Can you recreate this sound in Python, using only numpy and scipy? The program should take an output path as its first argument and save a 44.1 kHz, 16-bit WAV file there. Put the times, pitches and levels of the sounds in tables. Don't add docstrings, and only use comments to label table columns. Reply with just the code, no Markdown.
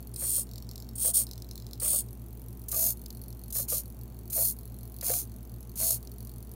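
import sys
import numpy as np
from scipy import signal
from scipy.fft import rfft, irfft
from scipy.io import wavfile
from scipy.ndimage import uniform_filter1d

SR = 44100
rng = np.random.default_rng(int(sys.argv[2]) if len(sys.argv) > 2 else 0)


def digitize_waveform(pressure):
    field = np.atleast_2d(pressure).T
    bounded = np.clip(field, -1, 1)
    quanta = np.round(bounded * 32767).astype(np.int16)
    wavfile.write(sys.argv[1], SR, quanta)


N = 288837

# frequency in Hz, width in Hz, relative level in dB.
CASE_FROM_ABOVE = [(3350, 700, -23), (4280, 450, -17), (5350, 450, -19), (6650, 500, -14), (7100, 350, -18),
                   (8050, 400, -12), (8850, 650, 0), (9450, 600, 0), (11300, 800, -13), (12300, 1000, -7),
                   (13600, 1200, -10.5), (15100, 1300, -10)]
CASE_FROM_AXLE = [(3300, 900, -23), (4270, 400, -10), (5350, 550, -14), (6750, 1100, -6), (8600, 550, -4),
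                  (9450, 700, 1), (11150, 750, 0), (12000, 900, -2), (13400, 900, 1), (14500, 1000, -3),
                  (15300, 900, -5)]
MIC_MOVE_S = 2.4


def undb(db):
    return 10 ** (np.asarray(db) / 20)


def unit(x):
    return x / np.sqrt(np.mean(x ** 2) + 1e-18)


def add(out, start_s, x):
    i = max(int(start_s * SR), 0)
    out[i:i + len(x)] += x[:max(N - i, 0)]


def through(x, response):
    return signal.fftconvolve(x, response)[:len(x)]


def bandpass(x, low_hz, high_hz):
    return signal.sosfilt(signal.butter(2, [low_hz, high_hz], "band", fs=SR, output="sos"), x)


def flatten(x, bins=41):
    spectrum = rfft(x)
    broad_power = uniform_filter1d(np.abs(spectrum) ** 2, bins)
    flat = irfft(spectrum / np.sqrt(broad_power + 1e-18), len(x))
    return flat / np.linalg.norm(flat)


def steady_noise(points, rms_db):
    hz, db = np.transpose(points)
    f = np.fft.rfftfreq(N, 1 / SR)
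    shape = undb(np.interp(np.log(f + 1), np.log(hz), db))
    return undb(rms_db) * unit(irfft(rfft(rng.standard_normal(N)) * shape, N))


def tail(t60, size):
    response = rng.standard_normal(size) * np.exp(-np.log(1000) * np.arange(size) / SR / t60)
    return response / np.linalg.norm(response)


def damped_mode(hz, t60, size):
    t = np.arange(size) / SR
    return np.sin(2 * np.pi * hz * t) * np.exp(-np.log(1000) * t / t60)


def room_tone():
    # frequency in Hz, rms level in dB.
    hum_tones = [(58.6, -45), (112.6, -51), (117.2, -57), (119.8, -52), (171.5, -66), (188.3, -61),
                 (225.1, -63), (258.3, -66), (351.6, -70), (360, -68), (410.3, -69)]
    # frequency in Hz, relative density in dB.
    air = [(82, -15.5), (140, -11), (222, -0.5), (302, -10.5), (348, -6), (381, -16), (411, -9.5),
           (581, -19.5), (636, -16.5), (1730, -33), (3000, -35.5), (3900, -37), (6600, -120)]
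    rumble = [(20, -41), (45, -5), (70, -8), (125, -3), (160, -13.5), (400, -79)]
    hiss = [(1500, -62), (3000, -4.5), (7000, 13), (11000, 7.5), (16000, 18.5)]
    t = np.arange(N) / SR
    hum = sum(np.sqrt(2) * undb(db) * np.sin(2 * np.pi * (hz * t + rng.random())) for hz, db in hum_tones)
    return hum + steady_noise(air, rms_db=-53) + steady_noise(rumble, -55.5) + steady_noise(hiss, -63)


def shell(modes, t60, ring_db, skirt=1.559, low_cut_hz=3000, size=4096):
    f = np.fft.rfftfreq(size, 1 / SR)
    power = sum(undb(db) ** 2 / (1 + (2 * (f - hz) / width) ** 2 / skirt) ** skirt
                for hz, width, db in modes)
    power *= 1e-3 + 1 / (1 + (low_cut_hz / (f + 1)) ** 6)
    cepstrum = irfft(np.log(power))[:size // 2]
    cepstrum[0] /= 2
    strike = irfft(np.exp(rfft(cepstrum, size)))
    ring = undb(ring_db) * tail(t60, size)
    ring[0] += 1
    response = through(strike, flatten(ring))[:size // 2]
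    return response / np.linalg.norm(response)


def chassis():
    # frequency in Hz, 60 dB decay time in seconds, relative level in dB.
    frame_modes = [(459.37, 0.04473, 0), (521.97, 0.06108, 2.5), (569.13, 0.05512, 1),
                   (680.55, 0.1483, -6.5), (966.6, 0.02377, -9), (1128.6, 0.02264, -17),
                   (1199.5, 0.1143, -13.5), (1450.8, 0.1734, -25)]
    response = sum((-1) ** k * undb(db) * damped_mode(hz, t60, size=6000)
                   for k, (hz, t60, db) in enumerate(frame_modes))
    return response / np.abs(response).max()


def lid():
    # frequency in Hz, 60 dB decay time in seconds, level in dB against the case.
    lid_mode = (4300, 0.02913, -24.5)
    hz, t60, db = lid_mode
    response = damped_mode(hz, t60, size=2048)
    return undb(db) * response / np.linalg.norm(response)


def chatter(decay_s, size=2048):
    t = np.arange(size) / SR
    burst = rng.standard_normal(size) * np.exp(-(t / decay_s) ** 2)
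    return np.sqrt(decay_s * SR) * flatten(burst, bins=33)[:size * 3 // 4]


def pivot_squeak():
    # start in seconds, length in seconds, pitch in Hz, peak level in dB.
    squeak = (2.725, .04, 1178, -48)
    start, length_s, hz, db = squeak
    t = np.arange(int(length_s * SR)) / SR
    out = np.zeros(N)
    add(out, start, undb(db) * np.sin(np.pi * t / length_s) * np.sin(2 * np.pi * hz * t))
    return out


def link_knocks(crack_gain_db=2, scrape=0.05431):
    # start in seconds, relative levels of thud and crack in dB.
    knocks = [(.218, -46.5, -45), (.238, -54.5, -45.5), (.377, -44, -50.5), (1.047, -39.5, -43.5),
              (1.075, -40, -55), (1.818, -41.5, -44), (1.931, -38, -56), (2.727, -41.5, -45.5),
              (3.555, -47, -44.5), (3.589, -41.5, -46.5), (3.719, -35, -51), (4.376, -40.5, -44.5),
              (5.024, -43, -41.5), (5.097, -29, -36.5)]
    blows, cracks = np.zeros(N), np.zeros(N)
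    for start, thud_db, crack_db in knocks:
        blow = scrape * chatter(decay_s=0.011263)
        blow[0] += 1
        add(blows, start, undb(thud_db) * blow)
        add(cracks, start, undb(crack_db + crack_gain_db) * chatter(decay_s=0.015303))
    return through(blows, chassis()) + bandpass(cracks, 950, 2200)


def servo_holding(control_hz=45.15, tick_s=0.00158, variation=0.8397, tick_gain_db=-6, jerk_gain_db=-1):
    # first tick in seconds, end in seconds, relative level in dB, strain from 0 to 1.
    holds = [(.0049, .14, -41, 0), (.469, .94, -41.5, 0.69), (1.268, 1.79, -39.5, 0.88),
             (2.041, 2.67, -42, 0), (2.972, 3.5, -37.5, 0), (3.835, 4.29, -41, 0.02),
             (4.566, 5.0, -38.5, 0), (5.252, 5.75, -40.5, 0.08), (6.006, 6.55, -39.5, 0.13)]
    # start in seconds, relative level in dB, decay time in seconds.
    jerks = [(0.139, -42, 0.006527), (.16, -34.5, 0.00464), (0.581, -38, 0.00138), (.757, -35.5, 0.00104),
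             (0.955, -38, 0.01292), (0.98, -36, 0.00962), (1.333, -35, 0.000837), (1.421, -33.5, 0.0005687),
             (1.799, -33, 0.006223), (2.086, -49.5, 0.001566), (2.6833, -35, 0.012266),
             (2.715, -29, 0.00934), (3.06, -35.5, 0.0018), (3.104, -33, 0.000828), (3.327, -43.5, 0.001053),
             (3.503, -40.5, 0.007217), (3.525, -33, 0.00814), (4.3, -37, 0.01016), (4.328, -33.5, 0.008686),
             (5.01, -34, 0.00452), (5.039, -46.5, 0.00511), (5.756, -39.5, 0.00966),
             (6.073, -36.5, 0.000698)]
    # frequency in Hz, width in Hz, relative level in dB.
    light_modes = [(4350, 330, -4), (6100, 1000, -11), (8650, 450, -7), (9800, 450, -3), (11300, 450, 3),
                   (12600, 500, -2), (13780, 480, 2.5), (15000, 550, -1)]
    strained_modes = [(2150, 500, -13), (3950, 400, -3), (4400, 550, 0), (5300, 750, 0), (6300, 800, -6),
                      (7500, 600, -6), (9500, 2000, -7), (11700, 1200, -6), (12900, 800, -2),
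                      (14300, 900, -7), (15400, 700, -4)]
    out = np.zeros(N)
    for first, end, db, strain in holds:
        common = chatter(tick_s)
        light = shell(light_modes, t60=0.05677, ring_db=-5.5)
        strained = shell(strained_modes, t60=0.09066, ring_db=-7.5)
        ring = (1 - strain) * light + strain * strained
        ring /= np.linalg.norm(ring)
        scatter_db = 2.57 + 2 * strain
        for start in np.arange(first, end, 1 / control_hz):
            tick_db = db + tick_gain_db + scatter_db * rng.uniform(-1.9493, 2.3484)
            tick = (common + variation * chatter(tick_s)) / np.hypot(1, variation)
            add(out, start, undb(tick_db) * through(tick, ring))
    snap, above, axle = (shell(modes, t60=0.012014, ring_db=7.5)
                         for modes in (strained_modes, CASE_FROM_ABOVE, CASE_FROM_AXLE))
    for start, db, decay_s in jerks:
        snap_share = np.exp(-(decay_s / 0.004694) ** 2)
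        case = above if start < MIC_MOVE_S else axle
        ring = np.sqrt(snap_share) * snap + np.sqrt(1 - snap_share) * case
        ring /= np.linalg.norm(ring)
        add(out, start, undb(db + jerk_gain_db) * through(chatter(decay_s), ring))
    return out


def tooth_impacts(phase, scatter_db=2, jitter_cycles=0.25):
    cycles = np.arange(1, int(phase[-1]))
    timing, strength = rng.standard_normal((len(cycles), 2)).T
    at = np.interp(cycles + jitter_cycles * timing, phase, np.arange(len(phase))).astype(int)
    return np.bincount(at, undb(scatter_db * np.clip(strength, -2, 2)), len(phase))


def gear_swing(motion, case, pitch_sag=0.25, unsteady=0.024, throb=0.401, drag_db=3, slack_grind=0.7852,
               bite_s=0.009154, release_s=0.008066, ease_db_per_s=55.5):
    length_s, spin_up_s, brake_s, top_hz, rattle_db, play_s, load_s, growl_db, grind_db = motion
    t = np.arange(int(length_s * SR)) / SR
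    braking = np.clip(1 - (t[-1] - t) / brake_s, 0, 1)
    drive = (1 - np.exp(-t / spin_up_s)) * (1 - braking ** 2)
    speed = 1 - pitch_sag * (1 - drive)
    loaded_s, slack_s = np.maximum(t - play_s, 0), np.maximum(t - play_s - load_s, 0)
    grip = (1 - np.exp(-loaded_s / bite_s)) * np.exp(-slack_s / release_s)
    ease = undb(-ease_db_per_s * loaded_s)
    rattle_gain = undb(rattle_db) * drive ** 1.7224
    growl_gain = undb(growl_db) * drive * grip * ease
    grind_gain = undb(grind_db - 1) * drive * (slack_grind + (1 - slack_grind) * grip) * ease
    wobble = unit(bandpass(rng.standard_normal(len(t)), 12, 70))
    flutter = unit(bandpass(rng.standard_normal(len(t)), 30, 130.27))
    mesh_phase = np.cumsum(top_hz * speed * (1 + unsteady * wobble)) / SR
    load = (1 + throb * np.cos(2 * np.pi * mesh_phase)) * undb(2.32 * flutter)
    teeth = tooth_impacts(4 * mesh_phase) * load
    rattle = unit(through(teeth - teeth.mean(), case))
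    growl = unit(np.sin(2 * np.pi * mesh_phase) * undb(3 * flutter))
    sliding = load * undb(-drag_db * wobble) * rng.standard_normal(len(t))
    clatter = undb(-11) * unit(through(sliding, chassis()))
    grind_low = unit(bandpass(sliding, 900, 1643.5))
    grind_high = undb(-0.5) * unit(bandpass(sliding, 1800, 2618.9))
    grind = unit(grind_low + grind_high)
    return rattle_gain * rattle + grind_gain * grind + growl_gain * (growl + clatter)


def servo_steering(detune=0.006, scatter_db=1, tilt_centre_hz=9000):
    # start, length, spin-up and braking in seconds, full-speed mesh rate in Hz,
    # relative rattle level in dB, free play and time under load in seconds,
    # relative growl and grinding levels in dB, brightness in dB per octave.
    swings = [ (0.149, 0.30134, 0.0637, 0.08859, 640.3, -27.5, 0.0509, 0.2078, -63.5, -56.5, -1),
              (0.963, 0.16683, 0.04852, 0.05516, 637, -23.5, 0.07303, 0.04686, -45.5, -58, 0),
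              (1.131, 0.1254, 0.010428, .11, 636.4, -21, 0.03668, 0.06604, -51.5, -56, -0.5),
              (1.796, 0.23944, 0.02791, 0.07527, 627.7, -26, 0.03, 0.1685, -49.5, -52, -0.5),
              (2.688, 0.25941, 0.05934, 0.0935, 671.4, -24, 0.06584, 0.14456, -41.5, -51, 1),
              (3.526, 0.14223, 0.020444, 0.11884, 639.3, -27, 0.02225, 0.0602, -60.5, -57.5, 0),
              (3.676, 0.1525, 0.00892, 0.079, 631.7, -29, 0.03857, 0.0779, -52, -55.5, -3),
              (4.305, .242, .034, 0.1, 669.9, -25.5, 0.05214, 0.08258, -41, -54.5, 2),
              (5.02, 0.23521, 0.015162, 0.10416, 713, -29, 0.05268, 0.09854, -45.5, -50.5, -2),
              (5.757, 0.23558, .033, 0.107, 669.7, -26, 0.03964, 0.14594, -42, -50.5, -1.5), ]
    out = np.zeros(N)
    for start, *motion, tilt_db in swings:
        modes = CASE_FROM_ABOVE if start < MIC_MOVE_S else CASE_FROM_AXLE
        varied_modes = []
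        for hz, width, db in modes:
            mode_hz = hz * (1 + detune * rng.standard_normal())
            mode_db = db + tilt_db * np.log2(hz / tilt_centre_hz) + scatter_db * rng.standard_normal()
            varied_modes.append((mode_hz, width, mode_db))
        case = shell(varied_modes, t60=0.032, ring_db=-2) + lid()
        add(out, start, gear_swing(motion, case))
    return out


def scene():
    car = servo_steering() + servo_holding() + link_knocks() + pivot_squeak()
    echo = through(car, tail(t60=0.21305, size=16000))
    return (car + undb(-21.5) * echo + room_tone())[None]


def record(dry):
    return signal.sosfilt(signal.ellip(10, .2, 70, 15750, fs=SR, output="sos"), dry)


dry = scene()
out = record(dry)
digitize_waveform(out)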